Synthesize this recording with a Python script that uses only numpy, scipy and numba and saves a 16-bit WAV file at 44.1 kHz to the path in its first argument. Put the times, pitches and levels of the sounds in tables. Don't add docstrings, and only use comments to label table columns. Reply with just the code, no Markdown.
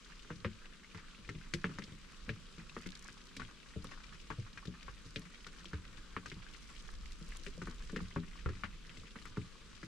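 import sys
import numpy as np
from scipy import signal
from scipy.io import wavfile
from scipy.ndimage import uniform_filter1d
from numba import njit

SR = 44100
rng = np.random.default_rng(int(sys.argv[2]) if len(sys.argv) > 2 else 0)


def wav_out(sig):
    wavfile.write(sys.argv[1], SR, np.round(np.clip(np.atleast_2d(sig).T, -1, 1) * 32767).astype(np.int16))


N = 435250
WINDOW_LEAN_DB = -1
OPPOSITE = np.array([[1], [-1]])


def undb(db):
    return 10 ** (np.asarray(db) / 20)


def along(table, hz):
    pitches, values = np.transpose(table)
    return np.interp(np.log(hz), np.log(pitches), values)


@njit
def bandpass(x, hz, width_hz):
    y, band, low = np.empty(len(x)), 0., 0.
    tuning, damping = np.tan(np.pi * hz / SR), width_hz / hz
    for i in range(len(x)):
        now = (band + tuning * (x[i] - low)) / (1 + tuning * (tuning + damping))
        band = 2 * now - band
        low += 2 * tuning * now
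        y[i] = damping * now
    return y


def narrow(x, hz, width_hz, passes):
    for _ in range(passes):
        x = bandpass(x, hz, width_hz)
    return x


def wander(per_second):
    hold = int(SR / per_second)
    steps = np.repeat(rng.standard_normal(N // hold + 1), hold)
    return uniform_filter1d(uniform_filter1d(steps, hold), hold)[:N] * np.sqrt(2)


def add(out, start_s, sound, lean_db):
    i = int(start_s * SR)
    out[:, i:i + sound.shape[1]] += (sound * undb(OPPOSITE * lean_db / 2))[:, :N - i]


def noise_bands(spectrum, low_hz, high_hz, flicker_db, shared_db, per_second):
    # pitch in Hz, how alike left and right are from 0 to 1.
    likeness = [(30, 0.86), (300, 0.31), (1000, 0.86), (3000, 0.33), (8000, 0)]
    # pitch in Hz, lean to the left in dB.
    leans = [(100, -0.9), (1500, 2), (4000, 4), (8000, -1), (13000, -2)]
    out, shared = 0, wander(per_second)
    for hz in 2 ** np.arange(np.log2(low_hz), np.log2(high_hz), 1 / 3):
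        middle, side = (narrow(rng.standard_normal(N), hz, hz / 3, passes=2) for _ in range(2))
        alike = along(likeness, hz)
        pair = np.sqrt(1 + alike) * middle + np.sqrt(1 - alike) * side * OPPOSITE
        steady_db = along(spectrum, hz) + along(leans, hz) / 2 * OPPOSITE
        out = out + pair * undb(steady_db + flicker_db * wander(per_second) + shared_db * shared)
    return out / np.sqrt(np.mean(out ** 2))


def wind_rumble(wind_db):
    # pitch in Hz, relative level in dB.
    spectrum = [(12, -17), (20, 6), (30, -2), (48, -2.5), (62, -35), (80, -33)]
    return undb(wind_db) * noise_bands(spectrum, 12, 80, flicker_db=1, shared_db=1.5, per_second=5)


def field_hiss(wind_db, db=-59, db_per_wind_db=0.076):
    # pitch in Hz, relative level in dB.
    spectrum = [(41, -30), (70, -11), (103, -10), (177, 6.5), (284, -3.5), (478, -7.5), (785, -29.5),
                (1080, -8), (1380, -5), (1810, -14), (2660, -8.5), (4680, -13), (7690, -18), (12600, -34),
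                (15500, -57)]
    gain = undb(db + db_per_wind_db * (wind_db - wind_db.mean()))
    return gain * noise_bands(spectrum, 75, 15500, flicker_db=1.2, shared_db=.4, per_second=20)


def roof_tap(hz, splash_db, crack_db, wood_db=-8, rattle_db=-8, apart=.95):
    t = np.arange(int(SR / 10)) / SR
    wood_s, rattle_s, splash_s = .05, .095, .06
    noise = rng.standard_normal((5, len(t)))
    sides = apart * noise[3:]
    give = np.clip(1500 / hz, .5, 1)
    push = 3 * np.exp(-t / .0001) + 1.2 * noise[0] * np.exp(-t / .0012)
    crack = bandpass(narrow(push, hz, 2 * hz, passes=3), hz, hz)
    detune, left, right = rng.standard_normal((3, 5, 1))
    note_hz = np.maximum(hz * np.exp(.2 * detune + .05), 1120)
    notes = np.sin(2 * np.pi * note_hz * t) * 1000 ** (-t / wood_s / give)
    wood = np.array([((1 + apart * mix) * notes).mean(axis=0) for mix in (left, right)])
    rattle = give * (noise[1] + sides) * (1 - np.exp(-t / .002)) * 1000 ** (-t / rattle_s / give)
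    rattle = [narrow(side, 1.15 * hz, 1.3 * hz, passes=2) for side in rattle]
    rattle = np.array([bandpass(side, hz, 2.5 * hz) for side in rattle])
    splash = (noise[2] + sides) * (1 - np.exp(-t / .00029)) * 1000 ** (-t / splash_s)
    splash = np.array([narrow(side, 4400., 4900., passes=3) for side in splash])
    body = undb(crack_db) * crack + undb(wood_db) * wood + undb(rattle_db) * rattle
    return body / np.abs(body).max() + undb(splash_db) * splash / np.abs(splash).max()


def panel_ring(notes, scatter_db=2.5, rise_cycles=0.6, side_db=-14):
    t = np.arange(int(SR / 4)) / SR
    hz, db, fade_s = np.transpose(notes)[:, :, None]
    louder, detune, phase, lean = rng.standard_normal((4, len(notes), 1))
    damping = np.exp(0.28 * abs(rng.standard_normal(hz.shape)))
    swell = (1 - np.exp(-t * hz / rise_cycles)) * 1000 ** (-t / fade_s * damping)
    waves = np.sin(2 * np.pi * hz * (1 + 0.07 * detune) * t + 2 * phase)
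    tones = undb(db + scatter_db * louder) * swell * waves
    middle, side = tones.sum(axis=0), (lean * tones).sum(axis=0)
    return (middle + undb(side_db) * side * OPPOSITE) / np.abs(middle).max()


def panel_boom(wall_db, knock_db, dull_db):
    # pitch in Hz, relative level in dB, longest time
    # in seconds to fade by 60 dB.
    walls = [(74, -4.5, 0.22), (98.4, -9, 0.31), (114.2, -2, 0.2)]
    roof = [(155.9, -8, 0.31), (175.7, 0.5, 0.25), (218, -4.5, 0.25), (266.4, -9.5, 0.23),
            (307, -4.5, 0.17), (359.3, -14.5, 0.2), (386, -7, 0.15), (452, -3, 0.11), (552, -7, 0.09)]
    dull_db += 2.5 * rng.standard_normal()
    dulled_roof = [(hz, db - dull_db * np.log2(hz / roof[0][0]), fade_s) for hz, db, fade_s in roof]
    return undb(wall_db) * panel_ring(walls) + undb(knock_db) * panel_ring(dulled_roof)


def patter(count=700, db=-56, size_db=5, typical_hz=2200):
    out = np.zeros((2, N))
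    when, size, spots = rng.random(count), rng.exponential(size=count), rng.standard_normal((count, 3))
    flurry_db = 1.3 * wander(4)[(when * (N - 1)).astype(int)]
    gains = undb(db + size_db * np.minimum(size, 1.6) + flurry_db)
    for k, (start_s, gain, (spot, wetness, lean)) in enumerate(zip(when * N / SR, gains, spots)):
        hz = np.clip(typical_hz * np.exp(0.39 * spot), 1000., 4200.)
        tap = roof_tap(hz, splash_db=-14 + 5 * wetness, crack_db=-13)
        add(out, start_s, gain * tap, lean_db=3 + 6 * lean)
        if k % 8 == 0:
            boom = panel_boom(wall_db=-8 + 4 * spot, knock_db=-4, dull_db=6.5)
            add(out, start_s, gain * boom, lean_db=1.5)
    return out


def splash_tick(hz, cycles=22, base_fade_s=.008):
    t = np.arange(int(SR / 40)) / SR
    noise = rng.standard_normal((3, len(t)))
    shape = (1 - np.exp(-t / .001)) * 1000 ** (-t / (base_fade_s + cycles / hz))
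    puff = (noise[0] / 2 + noise[1:]) * shape
    sound = np.array([bandpass(narrow(side, hz, hz, passes=2), hz, 2 * hz) for side in puff])
    return sound / np.abs(sound).max()


def window_spray(wind_db, count=900, db=-63, size_db=3, typical_hz=5500, db_per_wind_db=0.37):
    out = np.zeros((2, N))
    flurry_db = 4 * wander(2.89) + db_per_wind_db * (wind_db - wind_db.mean())
    splashes = np.c_[rng.random(count), rng.exponential(size=count), rng.standard_normal((count, 2))]
    for when, size, fineness, lean in splashes:
        gain = undb(db + size_db * (min(size, 2) - fineness) + flurry_db[int(when * (N - 1))])
        hz = np.clip(typical_hz * np.exp(0.25 * fineness), 2500., 9000.)
        add(out, when * N / SR, gain * splash_tick(hz), WINDOW_LEAN_DB + 4 * lean)
    return out


def big_drops(boom_lean_db=2.5):
    # start in seconds, tap level in dB, pitch in Hz,
    # splash in dB above the tap, roof knock in dB, wall boom in dB above the knock.
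    drops = [(0.3039, -32, 1226, -36, -35.5, -12.5), (0.447, -23.5, 1537, -46, -32, -2),
             (0.9471, -37, 1400, -13, -44, -2.5), (1.291, -31.5, 1613, -11, -40.5, -4),
             (1.5375, -24, 2070, -3, -30.5, -12.5), (1.6426, -20, 1530, -50, -28.5, -15),
             (1.6926, -45, 1350, -26, -42, -8), (1.7858, -31.5, 1343, -9.5, -37, -27),
             (1.8213, -37, 2330, -14, -48, -13), (1.838, -39, 2860, -3, -60, -4),
             (2.2924, -27, 1860, -48, -37, -1), (2.696, -39, 2500, -15, -69, -2),
             (2.766, -32, 1227, -38, -38, -11.5), (2.86, -39.5, 1730, -15, -38.5, -19),
             (3.0858, -38.5, 1570, -15, -58.5, -15), (3.3669, -33.5, 2160, -5, -45, -7),
             (3.397, -33.5, 1370, -13, -42.5, -15), (3.419, -34, 1490, -17, -57, 11),
             (3.845, -37.5, 1180, -8.5, -41, -7), (3.9197, -36.5, 1840, -28, -54, -18),
             (4.3029, -31.5, 1100, -17, -40, -6.5), (4.575, -35, 1640, -13, -77, -10),
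             (4.8816, -36, 1330, -29, -50.5, 0), (5.1599, -25.5, 2380, -76, -37.5, -6.5),
             (5.467, -37.5, 1420, -5, -51, -7), (5.656, -35.5, 2800, -20, -49, -14),
             (5.7329, -32, 1374, -21, -36, 2), (6.1656, -24.5, 1427, -44, -36.5, -9),
             (6.2592, -33, 1610, -10, -50, -1), (6.317, -35, 1780, -19, -45, -23),
             (7.3215, -39.5, 1760, -25, -67, -1), (7.465, -32, 1990, -12, -41, -34),
             (7.6177, -34.5, 1280, -15, -39.5, -8.5), (7.6725, -35.5, 1187, -18, -37, -14),
             (7.8964, -39, 1520, -10, -49, -2), (7.962, -28, 1680, -13, -31.5, -28),
             (8.1614, -31.5, 1094, -23, -30, -5.5), (8.4602, -29, 1140, -39, -34, 6),
             (8.4897, -35.5, 1370, -15, -39, -7), (8.636, -26, 1420, -46, -43, -0.5),
             (8.8949, -38, 2580, -34, -58, 1), (9.157, -38.5, 1410, -30, -43.5, -9),
             (9.2546, -39.5, 1450, -10, -51, -4), (9.3714, -33.5, 1190, -15, -29.5, -6),
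             (9.83, -36.5, 1630, -13, -42, -7)]
    # start in seconds, roof knock in dB, wall boom in dB above it.
    thuds = [(1.347, -40.5, -10), (1.919, -45.5, -6), (2.279, -40, -6), (2.579, -44, -13),
             (3.76, -35.5, -1), (4.384, -44, 9.5), (4.679, -34.5, -9.5), (6.365, -43.5, -3),
             (7.209, -44.5, -27), (7.577, -42.5, -30), (7.93, -36, -39), (8.009, -37.5, -4)]
    # start in seconds, level in dB, pitch in Hz.
    ticks = [(0.656, -42, 2560), (0.98, -44, 1200), (3.365, -45, 8650), (3.842, -43, 8550),
             (4.829, -43, 4470), (5.194, -44, 7350), (5.344, -42, 2300), (5.444, -41, 2490),
             (5.851, -42, 2110), (6.299, -40.5, 3640), (6.888, -42.5, 1340), (7.058, -42, 2730),
             (7.12, -43, 4000), (7.288, -49, 8900), (7.369, -37.5, 7900), (7.99, -42, 1490),
             (8.003, -38.5, 1260), (9.255, -47, 7700)]
    out = np.zeros((2, N))
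    leans_db = rng.normal(4, 1.5, len(drops))
    for (start_s, db, hz, splash_db, knock_db, above_db), lean_db in zip(drops, leans_db):
        crack_db = -6 + .45 * (db + 24)
        add(out, start_s, undb(db) * roof_tap(float(hz), splash_db, crack_db), lean_db)
        add(out, start_s, panel_boom(knock_db + above_db, knock_db, dull_db=-0.5), boom_lean_db)
    for start_s, knock_db, above_db in thuds:
        add(out, start_s, panel_boom(knock_db + above_db, knock_db, dull_db=5.5), boom_lean_db)
    for start_s, db, hz in ticks:
        add(out, start_s, undb(db) * splash_tick(float(hz)), WINDOW_LEAN_DB)
    return out


def scene():
    # time in seconds, rumble level in dB.
    gusts = [(0, -55.5), (.9, -59.5), (1.9, -54.5), (2.15, -51.5), (3.2, -56.5), (5.1, -54.5),
             (6.75, -52.5), (6.95, -42.5), (8.15, -51.5), (9.2, -54.5), (9.87, -61)]
    wind_db = np.interp(np.arange(N) / SR, *np.transpose(gusts))
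    return wind_rumble(wind_db) + field_hiss(wind_db) + big_drops() + patter() + window_spray(wind_db)


def record(dry, dull_hz=12500, top_hz=15700):
    dulled = signal.sosfilt(signal.butter(2, dull_hz, fs=SR, output="sos"), dry)
    return signal.sosfilt(signal.ellip(8, .2, 70, top_hz, fs=SR, output="sos"), dulled)


dry = scene()
out = record(dry)
wav_out(out)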